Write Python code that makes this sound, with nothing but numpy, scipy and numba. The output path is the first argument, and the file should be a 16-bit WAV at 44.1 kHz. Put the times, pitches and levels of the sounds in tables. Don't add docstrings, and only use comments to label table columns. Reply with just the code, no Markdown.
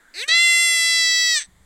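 import sys
import numpy as np
from scipy import signal
from scipy.fft import rfft, irfft
from scipy.io import wavfile
from scipy.ndimage import uniform_filter1d
from numba import njit

SR = 44100
rng = np.random.default_rng(int(sys.argv[2]) if len(sys.argv) > 2 else 0)


def persist_wave(psi):
    counts = np.round(np.clip(psi, -1, 1) * 32767).astype(np.int16)
    wavfile.write(sys.argv[1], SR, np.atleast_2d(counts).T)


N = 72765


def undb(db):
    return 10 ** (np.asarray(db) / 20)


def curve(rows):
    return np.interp(np.arange(N) / SR, *np.array(rows, float)[:, :2].T)


def unit(x):
    return x / np.sqrt(np.mean(x ** 2))


def wobble(hz, order=4):
    low_pass = signal.butter(order, hz, "low", fs=SR, output="sos")
    return unit(signal.sosfilt(low_pass, rng.standard_normal(N)))


def colour(x, points, size=1024):
    hz, db = np.array(points, float).T
    log_hz = np.log(np.fft.rfftfreq(size, 1 / SR) + 1)
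    log_gain = np.log(undb(np.interp(log_hz, np.log(hz), db)))
    cepstrum = irfft(log_gain)[:size // 2]
    cepstrum[0] /= 2
    ringing = irfft(np.exp(rfft(2 * cepstrum, size)))
    return signal.fftconvolve(x, ringing)[:N]


@njit
def band_pass(x, hz, width):
    y, band_state, low_state = np.empty(len(x)), 0., 0.
    for i in range(len(x)):
        tuning, damping = np.tan(np.pi * hz[i] / SR), width / hz[i]
        band = (band_state + tuning * (x[i] - low_state)) / (1 + tuning * (tuning + damping))
        band_state = 2 * band - band_state
        low_state += 2 * tuning * band
        y[i] = damping * band
    return y


def ring(x, hz, width):
    centre = hz * np.ones(N)
    return band_pass(band_pass(x, centre, float(width)), centre, float(width))


def at_level(x, rows):
    t = np.arange(N) / SR
    power = uniform_filter1d(uniform_filter1d(x ** 2, size=600), size=600)
    sounding = (t > rows[0][0]) * (t < rows[-1][0])
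    return x / np.sqrt(np.abs(power) + 1e-12) * undb(curve(rows)) * sounding


# frequency in Hz, boost or cut in dB.
HISS_COLOUR = [(80, -22), (170, -10.5), (280, -8), (600, -12.5), (1100, -11), (1600, -15), (2000, -6.5),
               (2600, -24), (3500, -14.5), (5500, -26), (7500, -15), (10000, -23.5), (15500, -31)]
# frequency in Hz, width in Hz, level in dB.
LATE_RUMBLES = [(58, 45, -56.5), (116, 45, -70), (184.5, 22, -64)]
# time in seconds, share of full strength.
WHIR_FADE = [(.08, 1), (.2, 0)]

def background():
    t = np.arange(N) / SR
    hiss = unit(colour(rng.standard_normal(N), HISS_COLOUR)) * undb(-61 + 0.7 * wobble(hz=11))
    deep_rumble = undb(-62) * wobble(hz=34, order=5)
    late_rumble = sum(undb(db) * unit(ring(rng.standard_normal(N), hz, width))
                      for hz, width, db in LATE_RUMBLES)
    late_fade_in = np.clip((t - 1.46) / 0.029, 0, 1)
    whir = undb(-56) * unit(ring(rng.standard_normal(N), hz=1570, width=340)) * curve(WHIR_FADE)
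    return hiss + deep_rumble + whir + late_rumble * late_fade_in


# frequency in Hz, boost or cut in dB.
BREATH_COLOUR = [(300, -3.5), (1250, -19.5), (1750, 8.5), (2100, -7.5), (2450, -11.5), (3000, -18),
                 (3700, 5), (5000, 5), (6100, 2), (6900, -16.5), (7800, 11), (9500, 2), (11500, -9),
                 (15500, -14)]
TOP_HZ = 15900

def vocal_folds(hz, air_db, rasp=0):
    phase = 2 * np.pi * np.cumsum(hz) / SR
    pulses = np.zeros(N)
    for harmonic in range(1, int(TOP_HZ / hz.min()) + 1):
        live = harmonic * hz < TOP_HZ + hz
        fade_at_top = np.minimum(TOP_HZ / hz[live] + 1 - harmonic, 1)
        pulses[live] += np.cos(harmonic * phase[live]) * fade_at_top
    pulses *= np.sqrt(2 * hz / TOP_HZ)
    pulses *= 1 + rasp * np.cos(phase / 2)
    air = colour(rng.standard_normal(N), BREATH_COLOUR) * (1 + 0.17 * np.cos(phase))
    return pulses + undb(air_db) * unit(air)


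# time in seconds, pitch in Hz.
SQUEAK_PITCH = [(.138, 236.2), (.15, 303.4), (.16, 346.6), (.18, 381.4), (.2, 429), (.22, 487),
                (.24, 545.3), (.272, 616)]
# time in seconds, level in dB.
SQUEAK_LEVEL = [(0.137, -85), (.14, -42), (0.148, -38.5), (0.191, -28), (.218, -26.5), (.242, -27.5),
                (0.254, -40), (.27, -44), (.28, -58)]
# frequency in Hz, boost or cut in dB.
SQUEAK_THROAT = [(300, -44), (1000, -40), (1500, -9.5), (2050, 2), (2700, -1.5), (3200, -16), (4800, -19.5),
                 (5400, -17), (6300, -9), (6750, -24), (8100, -9.5), (8900, -25), (9700, -17.5),
                 (12000, -34), (13800, -24), (15500, -59)]
# time in seconds, frequency in Hz.
MOUTH_SLIDE = [(.14, 4500), (.185, 4080), (.217, 3880), (.235, 2650), (.247, 2090), (.265, 1640)]

def squeak():
    hz = curve(SQUEAK_PITCH) * (1 + .011 * wobble(hz=305.5))
    source = vocal_folds(hz, air_db=-8)
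    mouth = undb(3.5) * ring(source, curve(MOUTH_SLIDE), width=1030)
    throat = colour(source, SQUEAK_THROAT)
    chest = undb(-7) * ring(source, hz=440, width=370)
    return at_level(mouth + throat + chest, SQUEAK_LEVEL)


# time in seconds, level in dB.
CRACK_LEVEL = [(0.272, -75), (0.282, -27.5), (.296, -39.5), (0.319, -43.5), (.345, -60.5)]
# frequency in Hz, boost or cut in dB.
CRACK_COLOUR = [(120, -23), (450, 1), (900, -6), (1400, 0), (2500, -8), (5000, -3.5), (6500, 3.5),
                (8200, 3.5), (10000, -0.5), (12000, -23), (15500, -20)]

def air_crack():
    return at_level(colour(rng.standard_normal(N), CRACK_COLOUR), CRACK_LEVEL)


# time in seconds, pitch in Hz.
RISE_PITCH = [(.28, 617), (.298, 640.6), (.32, 657.6), (.35, 677.4), (.385, 683.3), (.43, 688)]
HELD_PITCH = [(.47, 684.5), (.56, 682), (.63, 684.7), (.7, 678.1), (.76, 672.3), (.82, 667.9), (.88, 671),
              (.98, 667), (1.06, 659.7), (1.16, 656.7), (1.24, 655), (1.31, 650.2)]
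RATTLE_PITCH = [(1.335, 642.4), (1.362, 611.2), (1.385, 589.2), (1.4, 562.7), (1.412, 459.8),
                (1.422, 369.8), (1.43, 251), (1.438, 138)]
# time in seconds, level in dB.
NOTE_LEVEL = [(.27, -94), (0.277, -36), (0.291, -16.5), (0.301, -18.5), (.315, -14), (.47, -14),
              (.77, -17.5), (1, -16.8), (1.33, -17.5), (1.378, -18.5), (1.4, -28), (1.422, -30.5),
              (1.436, -39), (1.447, -42), (1.462, -52.5), (1.485, -86)]
# time in seconds, air noise in dB compared with the pulses.
BREATHINESS = [(.28, -13), (.3, -20), (.34, -30), (.42, -34), (.55, -38), (.7, -41), (.8, -33), (.97, -32),
               (1.06, -44), (1.31, -43), (1.37, -18), (1.41, -7), (1.44, -4), (1.45, 8)]
# time in seconds, random wobble as a share of the pitch.
UNEVENNESS = [(.28, .02), (.33, 0.0016), (.45, .001), (1.32, 0.00088), (1.37, 0.0035), (1.42, .03)]
# time in seconds, share by which pulses turn stronger and weaker.
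RASP = [(.3, 0.01), (.4, .006), (.5, 0.027), (.62, 0.0022), (.9, 0.0094), (1.1, 0.0016), (1.35, 0.0045)]
# frequency in Hz, boost or cut in dB.
MOUTH_OPENING = [(300, -50.5), (640, -24.5), (1300, -18.5), (1950, 0.5), (2600, -7.5), (3250, -5.5),
                 (3950, 0.5), (4550, -5.5), (5200, -17.5), (6300, -10.5), (6900, -37), (7600, -11),
                 (9000, -47.5), (10200, -29), (12000, -69), (15500, -47.5)]
MOUTH_WIDE = [(400, -25), (680, -28), (1370, -23.5), (2050, 4.5), (2400, -19.5), (2730, -3), (3420, -2.5),
              (4100, -8.5), (4800, -13), (6150, -16), (6850, -22.5), (7500, -7), (8900, -15.5), (9550, -30),
              (10900, -27), (13000, -33), (15500, -53)]
TONGUE_OUT = [(400, -37.5), (680, -27), (1350, -21.5), (2030, 2), (2380, -28), (2700, -7), (3030, -29.5),
              (3390, -1.5), (4070, -10.5), (5400, -9), (6100, -8.5), (6780, -25.5), (7450, -4), (8800, -8),
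              (9500, -15.5), (11500, -20), (13000, -29.5), (15500, -44.5)]
TONGUE_BACK = [(400, -23.5), (655, -29), (1310, -26.5), (1970, 2), (2300, -27.5), (2620, -10),
               (2950, -23.5), (3280, -5), (3940, -0.5), (5900, -4.5), (6550, -24), (7250, -6.5),
               (7900, -8.5), (8600, -25), (9200, -30), (9850, -26), (10500, -33.5), (13500, -29.5),
               (15700, -31)]
MOUTH_CLOSING = [(300, -28), (1100, -16), (1850, 6), (3000, -2), (3550, 5.5), (5200, -7.5), (6300, 9.5),
                 (6800, -12.5), (7500, 3.5), (8300, 3), (9000, -12.5), (12000, -28), (15500, -36)]
SHAPE_TIMES = [.315, .44, 0.722, 1.131, 1.342, 1.412]

def bleat():
    flutter = 0.00047 * wobble(hz=45)
    jitter = curve(UNEVENNESS) * wobble(hz=294.5)
    hz = curve([*RISE_PITCH, *HELD_PITCH, *RATTLE_PITCH]) * (1 + flutter + jitter)
    source = vocal_folds(hz, curve(BREATHINESS), curve(RASP))
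    source *= 1 + .008 * wobble(hz=150)
    shapes = [MOUTH_OPENING, MOUTH_WIDE, TONGUE_OUT, TONGUE_BACK, TONGUE_BACK, MOUTH_CLOSING]
    voice = np.zeros(N)
    for shape, shares in zip(shapes, np.eye(len(shapes))):
        blend = curve(list(zip(SHAPE_TIMES, shares)))
        voice += blend * colour(source, shape)
    return at_level(voice, NOTE_LEVEL)


def scene():
    call = squeak() + air_crack() + bleat()
    dip_db, full_dip_above_db = -9, -22
    dip_share = np.minimum(undb(curve(NOTE_LEVEL) - full_dip_above_db), 1)
    return (call + undb(dip_db * dip_share) * background())[None]


def record(dry):
    return signal.sosfilt(signal.ellip(10, .2, 80, TOP_HZ, fs=SR, output="sos"), dry)


dry = scene()
out = record(dry)
persist_wave(out)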